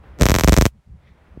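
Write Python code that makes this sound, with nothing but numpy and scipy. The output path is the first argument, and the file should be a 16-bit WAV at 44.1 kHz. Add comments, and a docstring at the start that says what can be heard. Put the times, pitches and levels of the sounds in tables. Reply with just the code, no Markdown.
"""High-voltage prod, outdoors

An arc crosses two prongs for half a second, close to the microphone. Sparks jump in bursts of two to
four, about 22 bursts a second: each a sharp crack with a low thump that overloads the microphone.
Cracks leave a short bright tail. Wind rumbles, two faint rustles follow, the hand bumps the grip once."""
import sys
import numpy as np
from scipy.fft import rfft, irfft, next_fast_len
from scipy.io import wavfile

SR = 44100
rng = np.random.default_rng(int(sys.argv[2]) if len(sys.argv) > 2 else 0)


def unload_wav(signal):
    """Save mono or channel-first audio to the path in sys.argv[1] as 16-bit WAV at rate SR, clipped to [-1, 1]."""
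    wavfile.write(
        sys.argv[1],
        SR,
        np.round(np.clip(np.atleast_2d(signal).T, -1, 1) * 32767).astype(np.int16),
    )


N = 61739

# Sparks: t/s, relative crack level/dB, thump strength (+ push, - pull)
SPARK_EVENTS = [(0.1883, -30.5, -0.5), (0.1981, -25.5, -1.5), (0.2116, -3, -75.5), (0.2211, 1.5, 98.5),
                (0.2335, 0, -50), (.2560, 1, 57), (0.2655, 1, 11.5), (0.2869, -0.5, -36.5),
                (0.2966, -0.5, 50), (0.306, -1.1, -4), (.3173, -0.4, -75), (0.342, 1.6, 11),
                (.3515, 1.5, 25.5), (0.3623, -0.5, -43), (0.3862, 3.9, 0.5), (0.3967, 0, 8.5),
                (.4098, -0.5, -22), (0.4364, 2, 42), (0.4447, -1, -73), (0.4763, 0.5, 68),
                (0.4845, 5.5, -81), (.4942, -0.5, 55), (.5229, -0.4, -100), (0.5314, 1.5, 32),
                (0.5409, -1.5, 13.5), (0.5662, -0.8, -1.5), (.5752, -1.5, 81.5), (0.585, 0.5, -91.5),
                (.6120, 3.5, 34.5), (0.6221, 0, -70), (.6546, 3, 47), (.6635, -3, 45.5)]
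# Crack spectrum: f/Hz, level/dB
CRACK_SPECTRUM = [(40, 7.5), (130, 18.5), (400, 17.5), (800, 17.5), (1400, 14.5), (2300, 13.5),
                  (3300, 11.5), (4800, 9), (5900, 13), (8200, 6), (10400, -11), (12900, 5), (15800, -13.5)]
# Sizzle of the charged air: f/Hz, level/dB
SIZZLE_SPECTRUM = [(300, 1.5), (1500, -2.5), (2850, -2.5), (3150, -3), (3500, -8), (7000, -4), (10500, -8),
                   (13000, -8.5), (15800, -9.5)]
# Ignition sputter: f/Hz, level/dB
SPUTTER_SPECTRUM = [(60, -13), (160, 0.5), (350, -1), (680, -9), (850, -25), (2000, -21), (6000, -58.5)]
# Echoes off nearby surfaces: delay/s, treble level/dB
ECHO_TAPS = [(.00315, -24), (.00656, -20)]
# Short bright tail after each crack, with a thin ring near 3.2 kHz: f/Hz, level/dB
TAIL_SPECTRUM = [(100, -1.5), (500, 0.5), (2800, -8), (3160, 8), (3600, -1), (7000, -4.5), (10500, 15.5),
                 (12900, 2.5), (15500, 4)]
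# Microphone dips: f/Hz, width/Hz, depth (0-1)
MIC_DIPS = [(799, 170, 0.4), (2815, 330, 0.4)]
# Rustle peaks: t/s, level/dB
RUSTLE_PEAKS = [(1.08, -60), (1.18, -71)]
# Rustle spectrum: f/Hz, level/dB
RUSTLE_SPECTRUM = [(500, -25), (1500, -10.5), (2050, 3), (2800, -14), (3600, -6), (4200, -15), (5100, -20),
                   (5800, -18), (6800, -39)]
# Wind rumble: f/Hz, level/dB
WIND_SPECTRUM = [(20, -21), (45, -7.5), (68, 3.5), (110, -9.5), (180, -11.5), (300, -33.5), (700, -47),
                 (2000, -93)]
# Wind gusts: t/s, level/dB
WIND_ENVELOPE = [(0, -47), (.08, -49), (0.121, -40.5), (0.181, -45), (.7, -56), (.76, -42.5), (0.801, -52),
                 (.845, -81), (0.876, -39), (0.959, -42), (1.002, -54.5), (1.1, -46), (1.2, -57),
                 (1.34, -48), (1.39, -40)]
# Distant hush: f/Hz, level/dB
HUSH_SPECTRUM = [(100, -0.5), (300, -3.5), (600, -4.5), (1200, -9), (2300, -14.5), (4000, -28.5),
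                 (7000, -42.5), (15000, -43.5)]
# Hush over time: t/s, level/dB
HUSH_ENVELOPE = [(0, -58.5), (0.031, -56), (0.04, -50), (.18, -53), (.7, -70.5), (.83, -68.5), (.95, -66),
                 (1.03, -60), (1.13, -60.5), (1.25, -56), (1.4, -56)]
# Microphone self-noise: f/Hz, level/dB
HISS_SPECTRUM = [(500, 3), (4000, -0.5), (9000, -5.5), (16000, -16.5)]


def sparks(crack_db=1, tint_sd_db=1.5, thump_corner_hz=128.5, thump_top_hz=734):
    """Each spark is one pressure impulse: a crack of varying colour plus a low push or pull."""
    size, lead = 8192, 256  # samples: window, room before the spark
    hz = np.fft.rfftfreq(size, 1 / SR)
    response, mic = echoes_and_tail(hz), microphone(hz)
    knots_hz = np.linspace(0, SR / 2, 9)
    fade = np.clip(2 * np.linspace(1, -1, size) + 1, 0, 1)
    thump = 1 / (1 + 1j * hz / thump_corner_hz) / (1 + (hz / thump_top_hz) ** 16)
    out = np.zeros(N + size)
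    for at_s, level_db, push in SPARK_EVENTS:
        tint_db = np.interp(hz, knots_hz, tint_sd_db * rng.standard_normal(len(knots_hz)))
        crack = minimum_phase(log_interp(CRACK_SPECTRUM, hz) + tint_db) * amp(crack_db + level_db)
        pulse = irfft((crack * response + push * thump) * mic)
        start = round(at_s * SR) - lead
        out[start:start + size] += fade * np.roll(pulse, lead)
    return out[:N]


def sizzle(on_s=0.207, off_s=0.672, level_db=-41.5, rise_db_per_s=1299, fall_db_per_s=908):
    """Air sizzles steadily while the prongs are charged."""
    t = np.arange(N) / SR
    ramps_db = np.minimum((t - on_s) * rise_db_per_s, (off_s - t) * fall_db_per_s)
    gate = amp(np.minimum(0, ramps_db))
    return gate * noise(SIZZLE_SPECTRUM, [(0, level_db)])


def sputter():
    """Low sputter as the arc ignites."""
    return swell(SPUTTER_SPECTRUM, peak_s=0.22, peak_db=-16.5, fade_db_per_s=752.5)


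def echoes_and_tail(hz, tail_db=-17, t60_s=0.054, echo_highpass_hz=6000):
    """Direct path, two bright echoes and a short bright tail with a thin ring near 3.2 kHz."""
    t = np.arange(2 * len(hz) - 2) / SR
    decay = rng.standard_normal(len(t)) * amp(-60 * t / t60_s)
    tail = rfft(decay / np.linalg.norm(decay)) * amp(tail_db + log_interp(TAIL_SPECTRUM, hz))
    echoes = sum(amp(db) * np.exp(-2j * np.pi * hz * delay_s) for delay_s, db in ECHO_TAPS)
    return 1 + tail + echoes * 1j * hz / (echo_highpass_hz + 1j * hz)


def microphone(hz, resonance_hz=58.3, q=1.87, bass_lag_hz=320.6, treble_lag_hz=8120):
    """Resonant high-pass with two dips. Lows lag highs, so impulses chirp downward."""
    s = 1j * hz
    response = s * s / (s * s + s * resonance_hz / q + resonance_hz ** 2)
    for centre_hz, width_hz, depth in MIC_DIPS:
        response *= 1 - depth * s * width_hz / (s * s + s * width_hz + centre_hz ** 2)
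    bass_allpass = ((bass_lag_hz - s) / (bass_lag_hz + s)) ** 3
    treble_allpass = (treble_lag_hz - s) / (treble_lag_hz + s)
    return response * bass_allpass * treble_allpass


def hand_bump(at_s=1.374, gain_db=12.5, rolloff_hz=446):
    """Soft push on the grip; the microphone turns it into a low, falling thud."""
    hz = grid_hz()
    push = amp(gain_db) * np.exp(-(hz / rolloff_hz) ** 2)
    delay = np.exp(-2j * np.pi * hz * at_s)
    return irfft(push * delay * microphone(hz))[:N]


def rustles():
    """Brief, faint rustles after the arc."""
    return sum(swell(RUSTLE_SPECTRUM, at_s, db, fade_db_per_s=233.5) for at_s, db in RUSTLE_PEAKS)


def background(hiss_db=-76.5):
    """Light wind on the microphone, distant hush, self-noise."""
    wind = noise(WIND_SPECTRUM, WIND_ENVELOPE)
    hush = noise(HUSH_SPECTRUM, HUSH_ENVELOPE)
    hiss = noise(HISS_SPECTRUM, [(0, hiss_db)])
    return wind + hush + hiss


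def swell(spectrum, peak_s, peak_db, fade_db_per_s):
    """Noise rising to a peak and falling at the same rate."""
    envelope = [(t, peak_db - fade_db_per_s * abs(t - peak_s)) for t in (0, peak_s, N / SR)]
    return noise(spectrum, envelope)


def noise(spectrum, envelope):
    """Coloured noise; the envelope (t/s, level/dB) sets its RMS."""
    hz = grid_hz()
    white = rng.standard_normal(2 * len(hz) - 2)
    coloured = irfft(rfft(white) * amp(log_interp(spectrum, hz)))[:N]
    level_db = np.interp(np.arange(N) / SR, *np.transpose(envelope))
    return coloured / coloured.std() * amp(level_db)


def minimum_phase(level_db):
    """Fastest causal response with this magnitude."""
    cepstrum = irfft(level_db * np.log(10) / 20)
    half = len(cepstrum) // 2
    return np.exp(rfft(np.r_[cepstrum[0], 2 * cepstrum[1:half], np.zeros(half)]))


def log_interp(spectrum, hz):
    """Levels in dB, interpolated over log frequency."""
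    knots_hz, level_db = np.transpose(spectrum)
    return np.interp(np.log(hz + 1), np.log(knots_hz + 1), level_db)


def grid_hz():
    """FFT bins for about twice the scene length."""
    return np.fft.rfftfreq(2 * next_fast_len(N), 1 / SR)


def amp(db):
    """dB to gain."""
    return 10 ** (np.asarray(db) / 20)


def scene():
    """Discharge, background and handling; mono."""
    return (sparks() + sizzle() + sputter() + background() + rustles() + hand_bump())[None]


def record(dry, ceiling=0.61, knee_order=6, cutoff_hz=16100):
    """Input overload: soft clip, then a steep low-pass."""
    hz = grid_hz()
    clipped = dry / (1 + np.abs(dry / ceiling) ** knee_order) ** (1 / knee_order)
    lowpass = 1 / (1 + (hz / cutoff_hz) ** 80)
    return irfft(rfft(clipped, 2 * len(hz) - 2) * lowpass)[:, :N]


dry = scene()
out = record(dry)
unload_wav(out)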